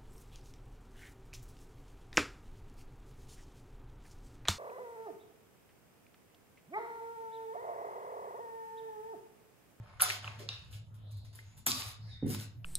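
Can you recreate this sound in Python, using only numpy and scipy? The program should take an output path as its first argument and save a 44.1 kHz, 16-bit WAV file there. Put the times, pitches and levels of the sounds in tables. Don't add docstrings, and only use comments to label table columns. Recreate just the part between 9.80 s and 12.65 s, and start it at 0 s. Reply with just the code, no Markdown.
import sys
import numpy as np
from scipy import signal
from scipy.fft import rfft, irfft, next_fast_len
from scipy.io import wavfile

SR = 44100
rng = np.random.default_rng(int(sys.argv[2]) if len(sys.argv) > 2 else 0)


def generate_wav(signal):
    frames = np.transpose(np.atleast_2d(signal))
    scaled = np.clip(frames, -1, 1) * 32767
    pcm = np.round(scaled).astype(np.int16)
    wavfile.write(sys.argv[1], SR, pcm)


def linear_from_db(decibels):
    return 10 ** (np.asarray(decibels, float) / 20)


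N = 125685

# hz, density_db_per_hz
AIR_SPECTRUM = [(25, -7.5), (50, -25.5), (85, 1), (170, -13.5), (300, -32), (520, -26.5), (3700, -45.5),
                (15000, -51)]
AIR_LEVEL_DB = -56.5
# time_s, pitch_hz, level_db
DRONE_PATH = [(0, 108.3, -37), (.1, 105, -66), (.51, 105, -48.5), (.63, 105, -63.5), (0.688, 107.7, -47),
              (.82, 108.2, -58), (.96, 105.6, -53.5), (1.07, 109.1, -75), (1.15, 106.7, -44.5),
              (1.23, 105.5, -50), (1.32, 105, -43.5), (1.8, 105, -71), (1.96, 105, -46), (2.15, 101.7, -53),
              (2.23, 108.3, -43), (2.4, 105, -64.5), (2.68, 105, -44.5), (2.85, 109.5, -60.5)]
DRONE_FLICKER_DB, DRONE_WANDER_RAD = 7.5, 0.97
# hz, t60_s
ROOM_DECAY = [(200, 0.4), (1000, 0.39), (4000, 0.37), (12000, 0.11)]
ROOM_LEVEL_DB, SNAP_SEND_DB, TABLE_SEND_DB = 3.5, -14, -7
# hz, correlation
STEREO_LIKENESS = [(60, 0.4), (250, 0.93), (600, 0.1), (5000, 0.011)]
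HALF_OCTAVE_EDGES_HZ = 22 * 2 ** np.arange(0, 9.6, .5)
# start_s, peak_db
HAND_THUMPS = [
    (1.874, -35),
    (2.426, -21),
    (2.441, -22.5),
    (2.463, -21),
    (2.476, -24.5),
    (2.496, -26.5),
    (2.525, -38),
    (2.545, -33.5),
]
# pitch_hz, level_db, t60_s
TABLE_MODES = [(105, -12, 0.5), (133, 5, 0.04), (208.5, -2.5, 0.12), (269.4, -1, .11), (353, -8.5, 0.078),
               (431.3, -8.5, 0.1), (543, -16, 0.043), (737, -23.5, 0.044)]
TABLE_LOW_HZ, TABLE_HIGH_HZ = 80, 905
# time_s, pitch_hz, level_db
TIP_SLIDES = [
    [(1.03, 3600, -102.5), (1.08, 3600, -105), (1.2, 3320, -81), (1.33, 4077, -72.5), (1.6, 4245, -84),
     (1.66, 4250, -94)],
    [(1.62, 6500, -93), (1.67, 6700, -78.5), (1.8, 7170, -80.5), (1.85, 7000, -97), (1.87, 7180, -92)],
    [(2.27, 4020, -83.5), (2.3, 3850, -64.5), (2.325, 3700, -56), (2.37, 3660, -70), (2.39, 3720, -68.5),
     (2.43, 3650, -68), (2.47, 3700, -83), (2.49, 3750, -90)],
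    [(2.16, 4630, -104), (2.22, 4756, -72.5), (2.33, 4710, -66.5), (2.4, 4890, -93.5)],
    [(2.25, 1950, -85), (2.29, 1980, -68), (2.33, 1900, -78), (2.36, 1900, -74), (2.42, 1837, -77.5),
     (2.48, 1850, -65)],
]
TIP_WIDTHS_HZ = [800, 600, 120, 1200, 600]
# start_s, t60_s, pitch_hz, width_hz,
# level_db
STRIP_BUZZES = [(.199, 0.27, 1291, 270, -42), (0.216, 0.23, 735, 40, -47), (0.6, 0.15, 520.7, 250, -53),
                (0.688, 0.3, 3766, 330, -50), (.69, 0.26, 1500, 700, -60.5),
                (0.689, 0.21, 5490, 500, -55.5), (0.69, 0.46, 2795, 460, -58), (.691, .4, 4540, 500, -59),
                (.925, 0.071, 3098, 830, -54), (1.3, 1, 75.7, 24, -55), (1.866, 0.8, 1168, 200, -51.5),
                (1.869, 0.2, 260, 29.7, -46), (1.866, 0.58, 4708, 450, -44.5),
                (1.868, 0.85, 3794, 300, -51), (1.866, 0.33, 7480, 500, -44.5),
                (1.903, 0.19, 4430, 1800, -47.5), (2.018, 0.067, 2990, 2000, -53.5),
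                (1.866, 0.44, 5730, 600, -45.5)]
BUZZ_ATTACK_S, DAMPED_AFTER_S = 0.0025, 0.24
# start_s, peak_db, pitch_hz, ring_cycles
CREASE_SNAPS = [(.06, -53.5, 1250, 22), (0.11, -55, 1040, 12), (0.137, -45.5, 1000, 4.9),
                (.205, -22.5, 2540, 36), (0.2085, -28.5, 4700, 20), (0.2135, -18.5, 10100, 30),
                (0.1981, -30, 1350, 15), (0.215, -16.5, 10550, 27), (0.2197, -9, 10430, 41),
                (0.2204, -9.5, 13100, 18), (0.2225, -28, 4360, 12), (0.2221, -25.5, 1360, 6.3),
                (0.2333, -23.5, 4650, 20), (.227, -16, 10500, 9.6), (.2385, -20, 10400, 22),
                (0.3006, -19.5, 2280, 22), (0.307, -21.5, 2600, 4.6), (0.4431, -36, 1310, 24),
                (0.4435, -34.5, 2950, 28), (0.4765, -29, 2510, 20), (0.479, -35, 1120, 8.4),
                (0.5942, -44, 3070, 5.2), (0.6889, -20, 4050, 5.4), (0.6886, -43, 1320, 9.2),
                (.6915, -53, 721, 27), (0.6918, -30, 2840, 20), (1.555, -42, 11270, 13.5),
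                (1.589, -42.5, 2096, 82), (1.8638, -15, 12950, 44), (1.8656, -17.5, 7740, 19.4),
                (1.865, -28.5, 10200, 13), (1.8715, -17, 12900, 20), (1.866, -24.5, 2300, 16),
                (1.867, -28.5, 1100, 8.7), (1.882, -33, 7300, 14), (1.9091, -25, 3750, 8.5),
                (1.9117, -24, 10500, 7.6), (1.917, -20, 4600, 12), (1.919, -32, 3700, 13),
                (1.929, -37, 1060, 9), (2.0205, -27, 3300, 2.4), (2.024, -44, 1390, 5.3),
                (2.4658, -43.5, 10400, 16), (2.4917, -34, 13100, 16), (2.511, -44.5, 6760, 15),
                (2.5473, -35, 3480, 6), (2.547, -37.5, 1100, 1.7), (2.548, -33, 12500, 20),
                (2.599, -39, 3660, 9), (2.8445, -32, 2550, 12), (2.846, -40.5, 1383, 10)]
CRACK_DB, CRACK_S = -27.5, 0.0016
# start_s, length_s, level_db, fall_db, tilt_db_per_octave
FOIL_FLEXES = [(.0, 0.19, -77, 4, -17), (0.196, 0.043, -39.5, 3, 3.5), (0.244, 0.12, -39.5, 10.5, -1),
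               (0.423, 0.16, -51.5, 18.5, -12.5), (.588, 0.073, -46, 33, -3.5),
               (0.678, 0.24, -59.5, 18, -7.5), (0.905, 0.046, -73.5, -11.5, 2.5),
               (0.954, 0.035, -64.5, 14, 2.5), (1.139, 0.023, -77, 6, 7), (1.307, 0.018, -63.5, 18, 5.5),
               (1.367, 0.0098, -67.5, 7.5, 9), (1.446, 0.023, -54, 20, 0), (1.527, 0.0082, -69.5, -6, 1.5),
               (1.548, 0.054, -67.5, 11.5, 8), (1.582, 0.19, -69.5, 8.5, -6), (1.762, 0.019, -78, -5, 10.5),
               (1.771, 0.032, -71, 26.5, 10.5), (1.86, 0.1, -43, 17, 8), (1.951, 0.17, -51.5, 8, 3),
               (2.457, 0.047, -71.5, -17.5, 7), (2.501, 0.049, -51.5, 1.5, 6), (2.583, 0.064, -50, 18.5, 5)]
RUSTLE_ATTACK_S, RUSTLE_RELEASE_S = 0.0027, 0.0037
GRAINS_PER_S, GRAIN_SPREAD_DB, GRAIN_CYCLES = 9000, 1.5, 2.98
# hz, density_db_per_hz
FOIL_SPECTRUM = [(600, -37), (1200, -8), (1800, -4.5), (2900, -1.5), (4500, 8), (7000, -8.5), (13000, 1.5),
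                 (16000, -12)]
FOIL_LOW_HZ = 479
PORTS_FROM_HZ, PORT_NULL_HZ, PORT_STEP_HZ, PORT_SHARE = 6000, 8600, 3250, 1
MIC_TOP_HZ, CUTOFF_HZ = 14600, 16500


def rms_one(x):
    return x / np.sqrt(np.mean(x ** 2) + 1e-20)


def at_hz(points, hz):
    points_hz, values = np.transpose(points)
    return np.interp(np.log(hz), np.log(points_hz), values)


def drift(rate_hz):
    pole = np.exp(-80 * np.pi * rate_hz / SR)
    white = rng.standard_normal(N // 40 + 2002)
    slow = signal.lfilter([1], [1, -2 * pole, pole * pole], white)[2000:]
    return np.interp(np.arange(N) / 40, np.arange(len(slow)), rms_one(slow - slow.mean()))


def ring(clicks, hz, t60_s):
    radius = linear_from_db(-60 / (t60_s * SR))
    w = 2 * np.pi * min(hz, .45 * SR) / SR
    return signal.lfilter([0, np.sin(w)], [1, -2 * radius * np.cos(w), radius * radius], clicks + 1e-18)


def bandpass(x, low_hz, high_hz):
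    return signal.sosfilt(signal.butter(2, [low_hz, high_hz], "band", fs=SR, output="sos"), x)


def stereo_bands(length):
    white = rng.standard_normal((2, 2, length))
    for k, (low_hz, high_hz) in enumerate(zip(HALF_OCTAVE_EDGES_HZ, HALF_OCTAVE_EDGES_HZ[1:])):
        mid, side = bandpass(white[k % 2], low_hz, high_hz)
        hz = np.sqrt(low_hz * high_hz)
        alike = np.clip(at_hz(STEREO_LIKENESS, hz), 0, 1)
        yield hz, np.sqrt(1 + alike) * mid + np.sqrt(1 - alike) * side * [[1], [-1]]


def narrow_noise(hz, width_hz):
    lowpass = signal.butter(2, width_hz / 2, fs=SR, output="sos")
    a, b = signal.sosfilt(lowpass, rng.standard_normal((2, N)))
    phase = 2 * np.pi * np.cumsum(hz * np.ones(N)) / SR
    return rms_one(a * np.cos(phase) + b * np.sin(phase))


def air():
    noise = 0
    for hz, band in stereo_bands(N):
        noise = noise + band * linear_from_db(at_hz(AIR_SPECTRUM, hz) + 4.3 * drift(5))
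    return linear_from_db(AIR_LEVEL_DB) * rms_one(noise)


def drone():
    s, hz, db = np.transpose(DRONE_PATH)
    t = np.arange(N) / SR
    phase = 2 * np.pi * np.cumsum(np.interp(t, s, hz)) / SR + DRONE_WANDER_RAD * drift(3.7)
    level = linear_from_db(np.interp(t, s, db) + DRONE_FLICKER_DB * drift(4.1))
    return np.sqrt(2) * level * np.sin(phase)


def room(x):
    t = np.arange(SR) / SR
    tail = 0
    for hz, band in stereo_bands(SR):
        t60_s = at_hz(ROOM_DECAY, hz)
        tail = tail + band * linear_from_db(-60 * t / t60_s) / np.sqrt(t60_s)
    tail = tail * np.clip((t - .002) / 0.0022, 0, 1)
    tail = tail / np.sqrt((tail ** 2).sum() / 2)
    return linear_from_db(ROOM_LEVEL_DB) * signal.fftconvolve(x[None], tail, axes=1)[:, :N]


def table_thumps():
    s, db = np.transpose(HAND_THUMPS)
    luck_db = 2 * rng.standard_normal((len(s), len(TABLE_MODES)))
    out = 0
    for k, (hz, level_db, t60_s) in enumerate(TABLE_MODES):
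        clicks = np.zeros(N)
        clicks[(s * SR).astype(int)] = linear_from_db(db + level_db - 8.5 + luck_db[:, k])
        out = out + ring(clicks, hz, t60_s) * (-1) ** k
    return bandpass(out, TABLE_LOW_HZ, TABLE_HIGH_HZ)


def tip_slides():
    t, out = np.arange(N) / SR, 0
    for rows, width_hz in zip(TIP_SLIDES, TIP_WIDTHS_HZ):
        s, hz, db = np.transpose(rows)
        level = linear_from_db(np.interp(t, s, db, -140, -140))
        out = out + level * narrow_noise(np.interp(t, s, hz), width_hz)
    return out


def strip_buzzes():
    t, out = np.arange(N) / SR, 0
    for s, t60_s, hz, width_hz, db in STRIP_BUZZES:
        decay = linear_from_db(db - 60 * np.maximum(t - s, 0) / t60_s)
        attack = np.clip((t - s) / BUZZ_ATTACK_S, 0, 1)
        damping = np.exp(-20 * np.maximum(t - s - DAMPED_AFTER_S, 0))
        out = out + decay * attack * damping * narrow_noise(hz, width_hz)
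    return out


def crease_snaps():
    length = 2000
    out, t = np.zeros(N + length), np.arange(length) / SR
    for (s, db, hz, cycles), white in zip(CREASE_SNAPS, rng.standard_normal((60, length))):
        noise = bandpass(white, hz / 1.5, min(1.595 * hz, .45 * SR))
        burst = noise * t / CRACK_S * np.exp(-2 * t / CRACK_S)
        tone = ring(burst * (t < CRACK_S), hz, cycles / hz)
        crack = ring(burst, hz, 1.4 / hz)
        snap = tone / np.abs(tone).max() + linear_from_db(CRACK_DB) * crack / np.abs(crack).max()
        start = int(s * SR)
        out[start:start + length] += linear_from_db(db) * snap
    return out[:N]


def foil_rustle():
    t, pitches_hz = np.arange(N) / SR, np.geomspace(450, 15500, 26)
    sizes = linear_from_db(GRAIN_SPREAD_DB * np.minimum(rng.exponential(1, N), 4)) * rng.choice([-1, 1], N)
    sizes = sizes * (rng.random(N) < GRAINS_PER_S / SR) * linear_from_db(4.1 * drift(90))
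    dealt = rng.integers(0, len(pitches_hz), N)
    shapes = []
    for s, length_s, db, fall_db, _ in FOIL_FLEXES:
        level = linear_from_db(db - fall_db * np.clip((t - s) / length_s, 0, 1))
        attack = np.clip((t - s) / RUSTLE_ATTACK_S, 0, 1)
        release = np.exp(-np.maximum(t - s - length_s, 0) / RUSTLE_RELEASE_S)
        shapes.append(level * attack * release)
    shapes = np.array(shapes)
    tilts = np.array(FOIL_FLEXES)[:, 4]
    total = sum(linear_from_db(at_hz(FOIL_SPECTRUM, hz)) ** 2 * hz for hz in pitches_hz)
    out = 0
    for k, hz in enumerate(pitches_hz):
        grains = rms_one(ring(sizes * (dealt == k), hz, GRAIN_CYCLES / hz))
        share = linear_from_db(at_hz(FOIL_SPECTRUM, hz)) * np.sqrt(hz / total)
        envelope = linear_from_db(tilts * np.log2(hz / 4000)) @ shapes
        out = out + grains * share * envelope
    return out


def scene():
    foil_highpass = signal.butter(4, FOIL_LOW_HZ, "high", fs=SR, output="sos")
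    rustle, snaps = signal.sosfilt(foil_highpass, [foil_rustle(), crease_snaps()])
    soft = rustle + tip_slides() + strip_buzzes()
    thumps = table_thumps()
    wet = room(soft + linear_from_db(SNAP_SEND_DB) * snaps + linear_from_db(TABLE_SEND_DB) * thumps)
    thumps_stereo = thumps * linear_from_db([[-1.5], [1.5]])
    return soft + snaps + wet + thumps_stereo + drone() + air()


def band_limit(x):
    return signal.sosfilt(signal.butter(12, 16470, fs=SR, output="sos"), x)


def record(dry):
    size = next_fast_len(N + 4000)
    hz, wide = np.fft.rfftfreq(size, 1 / SR), rfft(dry, size, axis=1)
    share = PORT_SHARE / (1 + (PORTS_FROM_HZ / (hz + 1)) ** 20)
    shared = share * wide[0] + (1 - share) * wide
    late_rad = np.pi * (.5 + (hz - PORT_NULL_HZ) / PORT_STEP_HZ) * np.clip((hz - 1500) / 2000, 0, 1)
    ports = shared * np.exp(1j * late_rad * np.array([[-1], [1]]))
    ports = ports / np.sqrt(1 + (hz / MIC_TOP_HZ) ** 20)
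    lowpass = signal.cheby2(12, 70, CUTOFF_HZ, fs=SR, output="sos")
    mix = signal.sosfilt(lowpass, irfft(ports, size, axis=1)[:, :N])
    return band_limit(mix)


dry = scene()
out = record(dry)
generate_wav(out)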